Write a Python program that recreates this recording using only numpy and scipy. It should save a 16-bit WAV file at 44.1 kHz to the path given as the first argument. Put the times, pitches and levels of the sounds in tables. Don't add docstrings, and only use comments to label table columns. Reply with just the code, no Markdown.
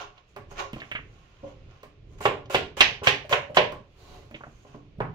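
import sys
import numpy as np
from scipy import signal
from scipy.fft import rfft, irfft, next_fast_len
from scipy.io import wavfile
from scipy.ndimage import uniform_filter1d, map_coordinates

SR = 44100
rng = np.random.default_rng(int(sys.argv[2]) if len(sys.argv) > 2 else 0)


def generate_wav(sig):
    pcm = np.round(np.clip(np.atleast_2d(sig).T, -1, 1) * 32767).astype(np.int16)
    wavfile.write(sys.argv[1], SR, pcm)


def rack_gain(trim_db):
    fader = np.asarray(trim_db, float)
    return 10 ** (fader / 20)


N = 227070

# start in seconds, peak in
# dB, clack in dB, leg thud in dB, clack centre in Hz.
CHOPS = [
    (2.254, -10.5, -12.5, -22, 2310),
    (2.545, -11.5, -5, -18, 2740),
    (2.806, -13.5, 4, -18.5, 2900),
    (3.07, -13, 2, -16.5, 2665),
    (3.325, -13, -5, -22, 2040),
    (3.569, -8.5, -5.5, -24, 2435),
    (5.003, -19.5, -33, -12.5, 1510),
]
# start in seconds, peak in dB, clack in dB,
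# thud in dB, hardness in Hz.
TAPS = [(0.362, -31, -3.5, -13, 1940), (0.385, -49, 8, 9, 1500), (0.512, -36, -25, -9, 1500),
        (1.44, -31.5, -28, -6.5, 600), (1.476, -61, -21, -15, 700), (1.831, -37, -5.5, -5.5, 2220),
        (1.841, -47, -24, 4, 900), (2.206, -28.5, -11, -7, 1410), (2.455, -43.5, -17.5, 7, 700),
        (2.498, -26.5, -17.5, -27.5, 1210), (2.769, -27, -16.5, -6.5, 1200), (3.016, -28, -22.5, -2, 1100),
        (3.028, -25, -15.5, -16, 1110), (3.294, -31.5, -5, 0, 1620), (3.722, -27, -9, -4.5, 1310),
        (4.648, -44.5, -19, 7, 880), (4.743, -36, -32, 2.5, 980), (4.988, -39, -25, -11, 500)]
BUMPS = [
    (1.431, -35, -21, -3.5, 600),
    (3.243, -39, -31, -15.5, 600),
    (3.31, -23.5, -27.5, -22, 700),
    (3.496, -34.5, -26.5, -4.5, 600),
    (3.571, -18, -34.5, -23.5, 700),
    (3.582, -14.5, -35.5, -27, 600),
]
SHOVES = [
    (4.984, -29.5, -40, -23, 400),
    (5.008, -26, -38, -27, 400),
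    (5.128, -39.5, -31, -17, 500),
]
# start at the skin in seconds, length in seconds, force in dB, juice in dB.
CUTS = [
    (2.205, 0.062, -35, -9.5),
    (2.498, 0.059, -30.5, -10.5),
    (2.768, 0.057, -28, -13),
    (3.034, 0.056, -26.5, -13.5),
    (3.294, 0.044, -28.5, -15),
    (3.546, 0.028, -29, -12),
]
# time of full
# force in seconds, rise in seconds, fall in seconds, force in dB, rustle in dB.
RUBS = [(0, .01, 0.056, -38, -44), (.182, 0.045, 0.036, -61, -35), (.286, .02, 0.11, -81.5, 10.5),
        (.518, 0.028, 0.033, -52, -4), (.602, 0.043, 0.023, -30.5, -31), (.77, 0.086, 0.077, -52.5, -26),
        (.85, 0.046, 0.26, -60, -9), (1.14, 0.11, 0.64, -67.5, -7.5), (1.486, 0.12, 0.074, -60, -14),
        (1.72, 0.099, 0.24, -64.5, -21), (2.14, 0.075, 0.029, -67, -1), (2.19, 0.018, 0.011, -57.5, -2),
        (4.362, 0.014, 0.026, -55.5, -28), (4.62, 0.9, 0.26, -70.5, 1), (4.75, 0.072, 0.027, -60, -21)]
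# time of full force in seconds, rise in seconds, fall in seconds, force in
# dB, skin noise in dB.
SWEEPS = [
    (.602, 0.044, .05, -59, 6.5),
    (.78, 0.044, 0.13, -65, 0),
    (4.0, 0.046, .2, -72.5, 7),
    (4.14, .22, 0.19, -57.5, -3),
    (4.67, 0.017, .1, -62, -23),
]
# start in seconds, peak in dB, clack in dB, thud in dB,
# clack centre in Hz.
DROPS = [
    (0.731, -38.5, -4, -15.5, 2940),
    (0.817, -36, 0.5, -30, 2260),
    (0.914, -31, 3.5, -14, 2500),
    (0.95, -29.5, 2, -11, 2380),
    (4.31, -52.5, 0.5, -15, 2260),
    (4.342, -41, 0, -20, 2920),
]
FLOPS = [
    (4.406, -39.5, -3, -13, 955),
    (4.435, -31.5, -5.5, -18, 1250),
    (4.467, -43, -11, -2, 1084),
]
TICKS = [
    (0.178, -61.5, 11, -18, 3140),
    (0.764, -39.5, -8, -24, 1260),
    (0.801, -49, 8.5, -22, 3050),
    (0.988, -40, 1, -2.5, 1150),
    (2.455, -67.5, 15, -20, 4410),
]
# start in seconds, peak in dB, clack in dB, thud in dB,
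# hardness in Hz.
BOOMS = [
    (0.732, -30.5, -23, -0.5, 600),
    (0.76, -33.5, -21, -4.5, 500),
    (4.311, -38.5, -20, -14, 700),
    (4.328, -40.5, -25, -11, 500),
    (4.344, -35, -25, -11, 450),
    (4.468, -40, -25, -10, 453),
]
# start in seconds, peak in dB.
SMACKS = [(0.362, -43), (0.731, -40), (0.817, -55), (0.914, -45), (1.831, -43.5), (2.206, -47),
          (2.498, -50), (3.293, -37), (3.721, -43), (4.31, -51.5), (4.743, -72.5), (4.983, -62)]

# pitch in Hz, level in dB, time to fall by 60 dB in seconds.
BOARD = [(406.2, -7.5, 0.085), (523, -13, 0.076), (546.2, -7, 0.064), (592.4, -9, 0.065), (726, -7, 0.046),
         (835, -7.5, 0.05), (1052, 2, 0.023), (1099, 0, 0.019), (1420, -8, 0.036)]
LEGS = [(91.8, -7.5, 0.068), (133.5, -5.5, 0.089), (239.7, -3, 0.033), (291, -22.5, 0.37)]
HOLLOW = [(546.4, -3, 0.066), (600, -2, .07), (482, -11, 0.036), (667, -8.5, .04)]
WORKTOP = [(136, 0, 0.095), (89, -10.5, 0.17), (165, -5, .07)]
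TRAY = [(302, -15.5, 0.014), (637, -8.5, 0.017), (950, -20, 0.029), (1330, -14, 0.0045)]
SHEET = [(136, -4, .12), (236, -0.5, 0.09), (306.5, 0, 0.08), (424, -5.5, 0.055), (600, -2.5, 0.048)]

# frequency in Hz, level in dB per Hz.
RASP = [(500, -14.5), (1200, 7), (2000, 6), (2900, 7.5), (3700, 0), (4500, -4.5), (6500, -3.5), (8500, -27)]
# frequency in Hz, level in dB per Hz.
KNOCK = [(300, -55.5), (420, 6), (1100, -1), (2000, -10), (3500, -28), (6000, -66.5)]
# frequency in Hz, level in dB per Hz.
FIZZ = [(5000, -37.5), (7000, 6.5), (10000, -4.5), (13000, -2), (15700, -10), (16400, -30.5)]
# frequency in Hz, level in dB per Hz.
RUSTLE = [(5200, -6.5), (6700, 2.5), (7700, -11), (10000, -16), (15700, -19.5), (16400, -35)]
# frequency in Hz, level in dB per Hz.
PALM = [(2500, -11), (4000, 4), (5500, -7), (6800, -3), (8000, -14), (12000, -13.5), (15700, -16),
        (16400, -46)]
# frequency in Hz, level in dB per Hz.
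WET = [(1500, -20.5), (4000, 2.5), (6000, -1.5), (9000, -8), (15700, -5.5), (16400, -36.5)]
# frequency in Hz, level in dB per Hz.
HUSH = [(12, -44), (20, 2.5), (65, -0.5), (114, 0.5), (243, -17), (402, -12), (933, -27), (1100, -23),
        (1730, -27), (2630, -21.5), (6640, -40.5), (9300, -62.5), (14600, -58.5), (16300, -64.5)]
# frequency in Hz, time to fall by 60 dB in seconds.
WALLS = [(130, 0.58), (400, 0.38), (1000, 0.33), (3000, 0.3), (6000, 0.3), (13000, 0.16)]
# frequency in Hz, left-right likeness from -1 to 1.
ALIKE = [(60, 0.97), (130, 0.96), (290, 0.79), (640, 0.55), (1410, 0.04), (3100, -0.03), (6820, 0.05),
         (15000, -0.01)]
# frequency in Hz, left minus right in dB.
PORTS = [(60, -2.0), (110, -2.0), (200, -2.5), (380, -2.0), (700, -2.0), (1290, -2.0), (2380, -5.5),
         (4400, -6.5), (8120, -2.5), (15000, -1.0)]

HUSH_DB = -57
CRACK_T60, SMACK_T60 = 0.024, 0.018
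CUT_SWELL_DB, CUT_FADE_S = 10.5, 0.011
RUB_ROUND = 1.31
TOP_HZ = 15850


def unit(x):
    return x / np.sqrt(np.mean(x ** 2) + 1e-20)


def along(points, hz):
    f, v = np.transpose(points)
    return np.interp(np.log(hz + 1), np.log(f + 1), v)


def filtered(x, response):
    m = next_fast_len(x.shape[-1] + SR // 10)
    return irfft(rfft(x, m) * response(np.fft.rfftfreq(m, 1 / SR)), m)[..., :x.shape[-1]]


def related(pair):
    def mix(hz):
        turn = np.arccos(np.clip(along(ALIKE, hz), -1, 1)) / 2
        return np.array([np.cos(turn), np.sin(turn)])
    mid, side = filtered(pair, mix)
    return np.array([mid + side, mid - side])


def ring(modes, scatter_db, attack, t):
    hz, db, t60 = np.transpose(modes)[:, :, None]
    strength, phase = rng.standard_normal((2,) + hz.shape)
    level = rack_gain(db + scatter_db * strength - 60 * t / t60)
    x = np.sum(level * np.sin(2 * np.pi * hz * t + phase), 0)
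    x = x * (1 - np.exp(-t / attack))
    return x / np.max(np.abs(x))


def puff(spectrum, rise, t60, t):
    grain = rack_gain(1.2 * unit(uniform_filter1d(rng.standard_normal(len(t)), size=50)))
    click = np.arange(len(t)) == SR // 200
    x, click = filtered(np.array([rng.standard_normal(len(t)), click]), lambda f: rack_gain(along(spectrum, f)))
    x = x * grain * rack_gain(-60 * t / t60) * (1 - np.exp(-t / rise))
    x = x / np.max(np.abs(x))
    return np.array([x, click * np.linalg.norm(x) / np.linalg.norm(click)])


def contacts(table, body, attack, chatter, chatter_db, knock_db, crunch_t60, spread, crack_db, give, trim_db):
    out, t = np.zeros((2, N + SR)), np.arange(SR // 6) / SR
    soft = signal.butter(2, 2600, fs=SR, output="sos")
    body_db, clack_trim_db, leg_db = trim_db
    for s, db, clack_db, thud_db, clack_hz in table:
        touches, luck = np.zeros(SR // 10), rng.random((2, 6))
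        touches[(chatter * SR * luck[0]).astype(int)] = rack_gain(chatter_db) * (2 * luck[1] - 1)
        touches[0] = 1
        wood = signal.fftconvolve(ring(body, 0.87, attack, t), touches)[:len(t)]
        wood = wood + rack_gain(knock_db) * puff(KNOCK, attack, crunch_t60, t)
        wood = rack_gain(body_db) * wood + rack_gain(leg_db + thud_db) * ring(LEGS, 0.57, 0.0018, t)
        band = [clack_hz / (1 + spread), min(clack_hz * (1 + spread), 7000)]
        spot = signal.butter(2, band, "band", fs=SR, output="sos")
        clack = signal.sosfilt(spot, puff(RASP, attack, crunch_t60, t))
        clack = clack / np.max(np.abs(clack[0]))
        blow = signal.sosfilt(soft, wood) + rack_gain(clack_trim_db + clack_db) * clack
        blow += rack_gain(crack_db) * puff(RASP, 0.00012, CRACK_T60, t)
        dull = signal.butter(4, give * clack_hz, fs=SR, output="sos")
        out[:, round(s * SR):][:, :len(t)] += rack_gain(db) * signal.sosfilt(dull, blow)
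    return out[:, :N]


def board_blows():
    hits = contacts(CHOPS, BOARD, attack=0.00092, chatter=0.018, chatter_db=-12.5, knock_db=2.5,
                    crunch_t60=0.068, spread=0.76, crack_db=-10, give=2.73, trim_db=(-1, 8.5, 4.5))
    hits += contacts(TAPS, BOARD, attack=0.0045, chatter=0.014, chatter_db=-19, knock_db=-15.5,
                     crunch_t60=0.05, spread=1, crack_db=-25, give=1.25, trim_db=(-1, -1, -5.5))
    hits += contacts(BUMPS, HOLLOW, attack=0.0029, chatter=0.01, chatter_db=-8.5, knock_db=-8,
                     crunch_t60=0.05, spread=0.6, crack_db=-30, give=1.7, trim_db=(0, 0, 0))
    hits += contacts(SHOVES, WORKTOP, attack=0.0044, chatter=0.0073, chatter_db=-24, knock_db=-16,
                     crunch_t60=0.062, spread=0.6, crack_db=-41, give=2.4, trim_db=(0, 0, 0))
    return hits


def strokes(rows, swell_db):
    t = np.arange(N // 32 + 2) * 32 / SR
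    gains = np.zeros((3, len(t)))
    for s, *shape, db, fizz_db in rows:
        gains += rack_gain(db + swell_db(t - s, *shape)) * rack_gain(np.array([[fizz_db], [0], [0]]))
    return np.array([np.interp(np.arange(N) / SR, t, g) for g in gains])


def friction(gains, top, grain_db, wood_hz, trim_db):
    first, last = np.flatnonzero(gains.max(0) > 1e-7)[[0, -1]]
    fizz, rasp, body = gains[:, first:last] * rack_gain(trim_db)[:, None]

    def grains():
        spikes = rack_gain(grain_db * unit(uniform_filter1d(rng.standard_normal(last - first), size=60)))
        return unit(related(rng.standard_normal((2, last - first))) * spikes)

    def wood(f):
        total = 0
        for k, (c, db, t60) in enumerate(BOARD):
            damping = 1j * f * 3 / t60
            total = total + (-1) ** k * rack_gain(db) * damping / (c * c - f * f + damping)
        return total / (1 + 1j * f / wood_hz) ** 2

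    def heard(gain, response):
        strength = np.sqrt(np.mean(np.abs(response(np.arange(SR // 2))) ** 2))
        return filtered(gain * grains(), response) / strength

    sound = heard(fizz, lambda f: rack_gain(along(top, f)))
    sound = sound + heard(rasp, lambda f: rack_gain(along(RASP, f))) + heard(body, wood)
    return np.pad(sound, [(0, 0), (first, N - last)])


def cut(t, length):
    late = t - length
    return np.where(t < 0, -200, np.where(late < 0, CUT_SWELL_DB * late / length, -20 * late / CUT_FADE_S))


def rub(t, rise, fall):
    return -20 * np.abs(t / np.where(t < 0, rise, fall)) ** RUB_ROUND


def slicing():
    return friction(strokes(CUTS, cut), FIZZ, grain_db=2.5, wood_hz=2500, trim_db=(-3, -3, -7))


def rubbing():
    return friction(strokes(RUBS, rub), RUSTLE, grain_db=3.5, wood_hz=2500, trim_db=(-3, -3, -1))


def sweeping():
    return friction(strokes(SWEEPS, rub), PALM, grain_db=0.7, wood_hz=480, trim_db=(-3.5, -3.5, 3.5))


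def tray_drops():
    drops = contacts(DROPS, TRAY, attack=0.00033, chatter=0.0056, chatter_db=-11, knock_db=-8,
                     crunch_t60=0.11, spread=0.52, crack_db=-6, give=1.16, trim_db=(-1, 9, 1.5))
    drops += contacts(FLOPS + TICKS, TRAY, attack=0.0012, chatter=0.0029, chatter_db=-7.5, knock_db=1.5,
                      crunch_t60=0.052, spread=0.47, crack_db=-15, give=1.8, trim_db=(-3, 6, 1.5))
    drops += contacts(BOOMS, SHEET, attack=0.0006, chatter=0.03, chatter_db=-12, knock_db=-9,
                      crunch_t60=0.05, spread=0.42, crack_db=-30, give=1.94, trim_db=(0, 0, 0))
    return drops * rack_gain([[0], [-8]])


def smacks():
    out, t = np.zeros((2, N + SR)), np.arange(SR // 10) / SR
    for s, db in SMACKS:
        out[:, round(s * SR):][:, :len(t)] += rack_gain(db) * puff(WET, 0.00034, SMACK_T60, t)
    return out[:, :N]


def kitchen(x):
    out, step = np.zeros((2, N + 2 * SR)), SR // 4
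    for start in range(0, N, step):
        hz, t, z = signal.stft(rng.standard_normal((2, SR // 2)), SR, nperseg=256)
        fade = rack_gain(-60 * t / along(WALLS, hz)[:, None])
        tail = signal.istft(z * fade, SR, nperseg=256)[1]
        build_up = 1 - np.exp(-np.arange(tail.shape[1]) / SR / 0.00067)
        tail = related(tail * build_up)
        wet = signal.fftconvolve(x[None, start:start + step], tail / np.linalg.norm(tail[0]), axes=1)
        out[:, start:start + wet.shape[1]] += wet
    return out[:, :N]


def hush():
    def sway(rate_hz):
        return map_coordinates(rng.standard_normal(60), [np.arange(N) * rate_hz / SR])
    noise = unit(filtered(related(rng.standard_normal((2, N))), lambda hz: rack_gain(along(HUSH, hz))))
    rumble = filtered(noise, lambda hz: 1 / (1 + (hz / 600) ** 4))
    air = noise - rumble
    return rack_gain(HUSH_DB + 2.5) * (rack_gain(3.5 * sway(4.8)) * rumble + rack_gain(1.4 * sway(5.2) - 2.5) * air)


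def scene():
    hits = board_blows() + tray_drops() + smacks()
    rubs = slicing() + rubbing() + sweeping()
    near = np.array([np.roll(hits[0], shift=9), hits[0]]) + rubs
    return near + rack_gain(-2.5) * kitchen(hits[1] + rubs[1]) + hush()


def low_pass(x):
    return signal.sosfilt(signal.butter(12, 16480, fs=SR, output="sos"), x)


def record(dry):
    shaded = filtered(dry, lambda hz: rack_gain(np.outer([0.5, -0.5], along(PORTS, hz))))
    rounded = shaded / (1 + np.abs(shaded / 0.95) ** 4) ** 0.25
    banded = filtered(rounded, lambda hz: hz < TOP_HZ)
    return low_pass(banded)


dry = scene()
out = record(dry)
generate_wav(out)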